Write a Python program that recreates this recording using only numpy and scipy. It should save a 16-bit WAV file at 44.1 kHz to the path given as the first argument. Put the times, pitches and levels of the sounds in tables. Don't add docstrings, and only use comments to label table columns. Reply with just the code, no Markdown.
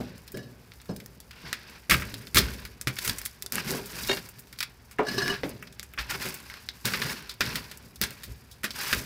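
import sys
import numpy as np
from scipy import signal
from scipy.fft import rfft, irfft, next_fast_len
from scipy.io import wavfile
from scipy.ndimage import uniform_filter1d

SR = 44100
rng = np.random.default_rng(int(sys.argv[2]) if len(sys.argv) > 2 else 0)


def unload_wav(signal):
    wavfile.write(
        sys.argv[1],
        SR,
        np.round(np.clip(np.atleast_2d(signal).T, -1, 1) * 32767).astype(np.int16),
    )


N = 399105


def amp(db):
    return 10 ** (np.asarray(db) / 20)


def rms_one(x):
    return x / np.sqrt(np.mean(x ** 2) + 1e-20)


def in_time(rows, outside=None):
    times, *columns = np.transpose(rows)
    return [np.interp(np.arange(N) / SR, times, c, outside, outside) for c in columns]


def at_hz(points, hz):
    f, level = np.transpose(points)
    return np.interp(np.log(np.maximum(hz, 1)), np.log(f), level, -120, -120)


def coloured(x, spectrum):
    size = next_fast_len(len(x))
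    gain = amp(at_hz(spectrum, np.fft.rfftfreq(size, 1 / SR)))
    return irfft(rfft(x, size) * gain, size)[:len(x)]


def drift(rate_hz):
    r = np.exp(-2 * np.pi * rate_hz / SR)
    slow = signal.lfilter([1], [1, -2 * r, r * r], rng.standard_normal(N + SR))
    return rms_one(slow[SR:])


def ring(x, hz, t60):
    r, w = amp(-60 / (t60 * SR)), 2 * np.pi * hz / SR
    return signal.lfilter([0, np.sin(w)], [1, -2 * r * np.cos(w), r * r], x + 1e-18)


def clicks(per_s, spread_db):
    sizes = amp(spread_db * np.minimum(rng.exponential(1, N), 5))
    signs = rng.choice([-1, 1], N)
    return sizes * signs * (rng.random(N) < per_s / SR)


def raking():
    # start t/s, swell/s, hold/s, then level/dB of crunch, fine ash,
    # rumble of shifting logs, roar of the fanned flames
    hook_strokes = [(0, 0.0017, 0.012, -42.5, -54, -36, -43), (.34, 0.007, 0.027, -65, -62, -35.5, -53),
                    (0.887, 0.017, 0.014, -68, -62, -36.5, -42.5),
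                    (1.306, 0.066, 0.43, -52.5, -64, -58, -75),
                    (1.443, 0.01, 0.038, -44.5, -56, -49.5, -57),
                    (1.896, 0.011, 0.029, -30.5, -33.5, -31.5, -32.5),
                    (2.127, .02, 0.13, -56.5, -56, -49.5, -62),
                    (2.348, 0.0079, 0.046, -30.5, -33.5, -30, -27),
                    (2.867, 0.22, 0.017, -37.5, -35.5, -44, -39.5),
                    (3.517, 0.015, 0.071, -36.5, -41.5, -40, -60), (3.619, 0.055, .1, -37, -39.5, -37, -48),
                    (3.81, 0.12, 0.26, -43.5, -42.5, -46, -51),
                    (5.042, 0.047, 0.26, -40, -49.5, -38.5, -68),
                    (5.426, 0.013, 0.065, -50.5, -53.5, -39, -48),
                    (5.978, 0.011, 0.021, -38, -47, -46.5, -40),
                    (6.081, 0.018, 0.051, -36.5, -40.5, -45, -51),
                    (6.18, 0.023, 0.095, -37.5, -41.5, -44, -54), (6.324, 0.07, 0.45, -59, -60, -71, -66),
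                    (6.482, 0.025, 0.072, -49.5, -60, -71, -72), (6.841, 0.0097, .28, -36, -42, -41.5, -50),
                    (7.401, 0.0043, 0.18, -38.5, -45, -42.5, -45.5),
                    (7.755, .07, 0.065, -71, -64, -54, -55), (8.008, 0.0072, 0.03, -38.5, -41.5, -42, -46),
                    (8.195, 0.1, 0.031, -67, -59.5, -51.5, -43), (8.658, .14, 0.13, -35.5, -38, -52, -62),
                    (8.911, 0.013, 0.085, -43, -41, -39.5, -39)]
    settle_db_per_s = (70, 85, 65, 57)
    rest_db = (-64, -65, -60, -57)
    swell_db = 25.5
    drop_db, drop_db_per_s = 6, 347
    t = np.arange(0, N + 64, 64) / SR
    power = amp(2 * np.array(rest_db))[:, None] + 0 * t
    for s, swell, hold, *levels_db in hook_strokes:
        rising = swell_db * np.minimum((t - s) / max(swell, 1e-3) - 1, 0)
        after = np.maximum(t - s - swell - hold, 0)
        settling = np.outer(settle_db_per_s, after) + np.minimum(drop_db_per_s * after, drop_db)
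        stroke_db = np.array(levels_db)[:, None] + rising - settling
        power = power + (t >= s) * amp(2 * stroke_db)
    return [np.interp(np.arange(N) / SR, t, 10 * np.log10(p)) for p in power]


def grains(spectrum, low_hz, high_hz, count=24):
    per_s, spread_db, cycles = 7000, 1, 28
    born = clicks(per_s * amp(4.0 * drift(30)), spread_db)
    dealt = rng.integers(0, count, N)
    total = 0
    for k, hz in enumerate(np.geomspace(low_hz, high_hz, count)):
        gain = hz * amp(at_hz(spectrum, hz))
        total = total + gain * ring(born * (dealt == k), hz, cycles / hz)
    return rms_one(total)


def crunch(body_db, ash_db):
    # f/Hz, relative level per Hz/dB
    charcoal = [(350, -42), (600, -46), (943, 3.5), (1340, -6.5), (1500, 7), (1900, 0.5), (2640, 2),
                (3140, -5), (5250, 0), (7000, -28), (9100, -46), (15400, -120)]
    # f/Hz, relative level per Hz/dB
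    ash = [(4500, 4.5), (6500, 0.5), (9000, -1), (13000, 0.5), (15500, -1), (15900, -20)]
    ticks = amp(17) * clicks(30, 2)
    dust = clicks(6000 * amp(5.5 * drift(50)), 3) + ticks
    coarse = amp(body_db) * grains(charcoal, 773, 5870)
    return coarse + amp(ash_db) * rms_one(coloured(dust, ash))


def fractures(rows, crumb_levels_db):
    out, t = np.zeros(N + SR), np.arange(SR // 5) / SR
    head = round(0.0018 * SR)
    band_edges_hz = ([1200, 2610], [3300, 5340], [6500, 16000])
    bands = [signal.butter(3, edges, "band", fs=SR, output="sos") for edges in band_edges_hz]
    for (s, peak_db, body_db, edge_db, t60), crumb_db in zip(rows, crumb_levels_db):
        noise, lump = rng.standard_normal((3, len(t))), rng.random(3)
        crack = (1 + 1.7 * noise[0]) * amp(-60 * t / 0.0012)
        fading = amp(-60 * t / max(t60, .01))
        uneven = noise[1] * amp(5.0 * noise[2])
        crumbs = amp(crumb_db) * uneven * (1 - np.exp(-t / 0.00048)) * fading
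        body, middle, edge = (signal.sosfilt(band, crack + crumbs) for band in bands)
        edge[1:] += (1.2 * lump[2] - .6) * edge[:-1]
        edge *= fading ** 0.3
        body += 0.035 * ring(crack, 1400 + 1000 * lump[0], 0.025)
        middle += 0.055 * ring(crack, 3600 + 1900 * lump[1], 0.013)
        loudest = [np.sqrt(uniform_filter1d(v ** 2, size=head).max()) for v in (body, edge)]
        one = middle / np.abs(middle).max()
        one = one + amp(body_db) * body / loudest[0] + amp(edge_db) * edge / loudest[1]
        at = round(s * SR)
        out[at:at + len(t)] += amp(peak_db) * one
    return out[:N]


def charcoal_snaps():
    # t/s, middle-band peak level/dB, body and edge level against that peak/dB, crumbs t60/s
    snap_rows = [(0.2778, -39, -13, -5, 0.046), (0.3192, -47.5, -9, 8, 0.051),
                 (0.3714, -38.5, -1, -3, 0.057), (0.719, -37.5, -4.5, -19, 0.041),
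                 (0.8006, -46, -5, -23, 0.07), (0.9631, -36, -12, -4, 0.041),
                 (1.3093, -36.5, -7.5, -15, 0.047), (1.3304, -50, 0, -9, 0.07),
                 (1.8973, -16, -4.5, -6, 0.14), (1.9097, -11.5, 0.5, -11, 0.11),
                 (1.941, -20, 1, -10, 0.039), (1.9978, -34, 0, -10, 0.083), (2.021, -38, 8.5, -8, 0.1),
                 (2.1809, -41, -9, -7, 0.07), (2.2338, -51, 2, -12, 0.059),
                 (2.2698, -33.5, -13, -11, 0.061), (2.3457, -18.5, -8, -3.5, 0.07),
                 (2.356, -20, -2, -4, 0.11), (2.369, -8, -7, -10.5, 0.098), (2.3827, -11.5, -24, -5, 0.062),
                 (2.4834, -33.5, -3, -20, 0.07), (2.6515, -29.5, -8, -10, 0.058),
                 (2.8724, -17, -2, -10, 0.096), (2.966, -33.5, -5, -13, 0.081), (2.9872, -22, -7, -7, 0.04),
                 (3.0474, -28.5, -6, -1, 0.13), (3.0765, -21, -7, -2, 0.026),
                 (3.2524, -29.5, -19, 0.5, 0.075), (3.5817, -30.5, 9, -17, 0.026),
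                 (3.707, -18.5, -16, -8.5, 0.05), (3.858, -37.5, -10, -1.5, 0.15),
                 (4.0337, -27.5, -35, -9, 0.07), (4.073, -24, -21, -10, 0.07),
                 (4.0943, -24.5, -2, -25, 0.076), (4.1709, -25, -9, -17, 0.057),
                 (4.2884, -57, 11, 16, 0.058), (4.3916, -41.5, -10, -1.5, 0.092),
                 (4.5276, -37, -8, -5, 0.064), (4.588, -27.5, -11, -8, 0.043),
                 (4.6046, -20, -9, -12, 0.058), (4.6281, -18.5, -6.5, -11.5, 0.052),
                 (4.912, -41.5, -6, -4, 0.13), (4.9859, -44.5, 17.5, -7, 0.11),
                 (5.434, -27.5, 2, -31, 0.095), (5.672, -39, -9, -14, 0.048), (5.7255, -45, -11, -4, 0.053),
                 (5.8295, -36, -2.5, 0, 0.07), (5.977, -40, 10.5, -16, 0.083),
                 (5.9857, -24, -2.5, -27, 0.11), (6.097, -34.5, 5, -16, 0.11), (6.109, -25, -2, -8, 0.044),
                 (6.12, -36, 7, -19, 0.04), (6.2178, -40, 6, 2, 0.12), (6.2558, -35, 3.5, 1, 0.088),
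                 (6.342, -39.5, -9, 7, 0.074), (6.4996, -36.5, 2.5, -10, 0.053),
                 (6.8613, -23.5, -5.5, -8, 0.21), (6.9362, -20.5, -2.5, -20, 0.1),
                 (7.0183, -19, -4.5, -17, 0.075), (7.2938, -25.5, -17, -13, 0.09),
                 (7.4145, -19.5, -5.5, -14, 0.066), (7.4632, -22, -23, -26, 0.11),
                 (7.5561, -22.5, -4, -7.5, 0.087), (8.0193, -19, -13, -11, 0.12),
                 (8.0366, -17.5, -11, -10, 0.063), (8.2342, -31.5, -10.5, -6.5, 0.12),
                 (8.513, -41.5, -33, -4.5, 0.15), (8.6341, -36.5, 5.5, 0, 0.07),
                 (8.6413, -20.5, -3.5, -7, 0.11), (8.7064, -25.5, -16, -15, 0.056),
                 (8.9285, -15.5, -1, -11.5, 0.065)]
    return fractures(snap_rows, [-7.5] * len(snap_rows))


def wood_pops():
    # t/s, middle-band peak level/dB, body and edge level against that peak/dB, crumbs t60/s
    pop_rows = [(1.0609, -36, -10, 0, 0.037), (1.203, -38.5, -22, 0, 0.071), (1.529, -19, -4, -6, 0.072),
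                (2.141, -26, -12, -8, 0.046), (2.813, -26, -12.5, -1, 0.06),
                (3.0961, -15, -14.5, -7.5, 0.033), (3.1842, -32, -8, 3, 0.06), (3.2156, -34, -4, 1, 0.056),
                (3.2602, -25.5, -5.5, 1, 0.063), (3.4235, -26, -13.5, -1.5, 0.052),
                (3.4622, -28, -18, -0.5, 0.029), (3.5225, -21, -10, 0.5, 0.036),
                (3.5557, -25.5, -3, 6.5, 0.02), (5.2797, -18, -5.5, -14, 0.055),
                (5.4934, -45, -10, 11, 0.056), (5.6256, -46, 10.5, 2.5, 0.06),
                (5.7959, -24.5, -9.5, -9, 0.06), (5.9366, -49.5, 8, 9, 0.052), (6.4024, -46, -10, 4, 0.06),
                (6.54, -30.5, -7, -26, 0.06), (6.6886, -16.5, -14.5, -22.5, 0.062),
                (6.8545, -16.5, -14, -4, 0.053), (7.4076, -12.5, -7.5, -13, 0.074),
                (7.7139, -34, -7, -6, 0.077), (7.774, -53, -7, 15, 0.06), (7.9584, -40, -18, -2, 0.06),
                (8.0147, -13.5, -11, -2.5, 0.03), (8.1074, -37, -12, 2, 0.048)]
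    return fractures(pop_rows, [-15.5] * len(pop_rows))


def faint_snaps(count=30):
    mean_db, spread_db, t60_s, crumbs_db = -48, 4, .05, -10
    when = rng.random(count) * N / SR
    size, body, edge = rng.standard_normal((count, 3)).T
    rows = zip(when, mean_db + spread_db * size, -10 + 5 * body, -6 + 5 * edge, [t60_s] * count)
    return fractures(rows, [crumbs_db] * count)


def knocks():
    # t/s, peak level/dB, pitch f/Hz
    blows = [(.003, -25, 246), (0.342, -31, 173), (.373, -38, 183), (.893, -23, 197.4), (1.439, -38, 172),
             (1.895, -25.5, 190), (1.919, -20, 65.6), (1.945, -22, 131), (2.136, -31, 116),
             (2.346, -25.5, 84), (2.373, -16.5, 133), (2.871, -21.5, 131), (3.092, -28.5, 103),
             (3.44, -44.5, 397), (3.541, -42, 201), (3.567, -35, 233), (3.715, -31, 368), (3.746, -27, 448),
             (3.789, -29.5, 405), (3.965, -37.5, 490), (4.093, -18.5, 392), (4.991, -13, 427.6),
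             (5.434, -20, 288), (5.983, -48, 167), (6.145, -35, 387), (6.253, -30.5, 374),
             (6.855, -37, 124), (7.049, -28, 148), (7.407, -36, 64), (7.468, -34, 127.6),
             (8.012, -28.5, 208), (8.641, -28.5, 218), (8.93, -27.5, 189)]
    t60_s, thump_db = 0.19, -3
    out, t = np.zeros(N + SR), np.arange(SR // 2) / SR
    for s, peak_db, hz in blows:
        shape = (1 - np.exp(-t / 0.00032)) * amp(-60 * t / t60_s)
        wood = signal.butter(2, [0.45 * hz, 120 + 1.63 * hz], "band", fs=SR, output="sos")
        thump = rms_one(signal.sosfilt(wood, rng.standard_normal(len(t))))
        overtones = 0.4 * np.sin(2 * np.pi * 1.6 * hz * t) + 0.5 * np.sin(2 * np.pi * 2.3 * hz * t)
        tone = np.sin(2 * np.pi * hz * t) + overtones * amp(-60 * t / 0.074)
        one = shape * (tone + amp(thump_db) * thump)
        at = round(s * SR)
        out[at:at + len(t)] += amp(peak_db) * one / np.abs(one).max()
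    return out[:N]


def iron(tables, resonances):
    # t/s, jolt level/dB
    slips = [(0.343, 3), (0.377, -8), (.39, 4), (.428, 3), (4.095, -5), (4.113, 7.5), (4.129, 7.5),
             (5.067, 12.5), (5.084, 14.5), (5.115, 6), (5.134, 6), (5.179, 10.5), (5.219, 2), (5.256, -15),
             (5.295, 0.5), (5.315, -1)]
    slip_t60_s = 0.033
    strokes = sum(amp(in_time(rows, -200)) for rows in tables)
    jolts = np.zeros(N)
    for s, jolt_db in slips:
        jolts[round(s * SR)] = amp(jolt_db)
    jolts = signal.lfilter([1], [1, -amp(-60 / (slip_t60_s * SR))], jolts + 1e-18)
    grit, modes = rms_one(clicks(3000, 1.9)), np.zeros((2, N))
    for hz, width, db in resonances:
        t60 = 2.2 / width
        grip = amp(2.8 * drift(18))
        evened = np.sqrt(width) / ring(grit, hz, t60).std()
        high = int(hz > 3500)
        modes[high] += amp(db) * grip * evened * ring(grit * (.5 + jolts), hz, t60)
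    return strokes[0] * rms_one(modes[0]) + strokes[1] * rms_one(modes[1])


def dragged_rod():
    # t/s, low modes level/dB, high modes level/dB
    drag_strokes = [
        [(0.33, -70, -71), (0.346, -48.5, -56), (0.44, -55.5, -63), (0.53, -75, -77)],
        [(0.88, -66, -83), (0.892, -46, -46), (0.98, -80, -82)],
        [(5.05, -47.5, -48.5), (5.16, -41.5, -45), (5.19, -33, -39.5), (5.31, -30, -38.5), (5.37, -49, -62)],
    ]
    # f/Hz, width/Hz, relative level/dB
    rod_modes = [(393, 29, -2), (727, 38, -15), (1170, 39, -11), (1700, 46, 0), (2930, 39, -11),
                 (3210, 35, -20), (3430, 16, -19), (3850, 37, -10), (4230, 47, -11), (4530, 53, -11),
                 (4820, 41, -15), (5170, 38, -7), (5460, 30, -13), (5870, 32, -15), (6240, 29, -24),
                 (6520, 31, -23), (7590, 33, -23), (8270, 41, -20), (9800, 80, -26), (10600, 39, -27),
                 (11100, 56, -26), (12200, 43, -25), (13000, 34, -28), (14200, 71, -28)]
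    return iron(drag_strokes, rod_modes)


def rubbed_frame():
    # t/s, low modes level/dB, high modes level/dB
    rub_strokes = [
        [(4.085, -39, -34), (4.095, -30.5, -33.5), (4.2, -64, -57)],
    ]
    # f/Hz, width/Hz, relative level/dB
    frame_modes = [(1110, 38, -7), (1680, 20, -5), (1840, 47, -3), (2220, 110, -4), (2800, 51, 0),
                   (3200, 71, -7), (3730, 58, -1), (4240, 44, -3), (4510, 30, -10), (4810, 30, -4),
                   (5470, 100, -12), (6560, 37, -15), (6990, 35, -13), (7560, 39, -16)]
    return iron(rub_strokes, frame_modes)


def shifting_logs(rumble_db):
    # f/Hz, relative level per Hz/dB
    logs = [(53, -32), (90, -16), (124, 2), (150, -1), (242, -2.5), (321, -11.5), (385, -5.5), (540, -14.5),
            (592, -12.5), (800, -32), (1040, -87), (1760, -120)]
    level = amp(rumble_db + 1.59 * drift(17.2))
    return level * rms_one(coloured(rng.standard_normal(N), logs))


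def fanned_flames(roar_db):
    # f/Hz, relative level per Hz/dB
    flames = [(13, -46), (22, -31), (54, 7), (70, 9.5), (86, -8.5), (110, 6.5), (140, -13), (240, -120)]
    return amp(roar_db) * rms_one(coloured(rng.standard_normal(N), flames))


def fire_hiss():
    # f/Hz, relative level per Hz/dB
    fire = [(410, -11), (700, 15), (1360, 11), (1680, 9), (3390, 1), (5080, 0), (6680, -32), (15000, -29),
            (15800, -11)]
    return amp(-65) * rms_one(coloured(rng.standard_normal(N), fire))


def oven(x):
    t60_s, brick_cut_hz = 0.25, 14700
    size = next_fast_len(N + SR)
    hz = np.fft.rfftfreq(size, 1 / SR)
    dull = 1 / (1 + 1j * hz / brick_cut_hz)
    lags_s = np.geomspace(.0035, .021, 10) * rng.uniform(0.94, 1.05, 10)
    echoes = 0
    for k, lag in enumerate(lags_s):
        loop = amp(-60 * lag / t60_s) * dull * np.exp(-2j * np.pi * hz * lag)
        echoes = echoes + (-1) ** k * loop / (1 - loop)
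    return irfft(rfft(x, size) * echoes, size)[:N]


def scene():
    body_db, ash_db, rumble_db, roar_db = raking()
    near = crunch(body_db, ash_db) + charcoal_snaps() + wood_pops() + faint_snaps()
    near = near + knocks() + dragged_rod() + rubbed_frame()
    echo = amp(-25) * oven(near)
    background = shifting_logs(rumble_db) + fanned_flames(roar_db) + fire_hiss()
    return (near + echo + background)[None]


def record(dry):
    cutoff_hz = 16950
    dry = .8 * np.tanh(dry / .8)
    return signal.sosfilt(signal.cheby2(12, 70, cutoff_hz, fs=SR, output="sos"), dry)


dry = scene()
out = record(dry)
unload_wav(out)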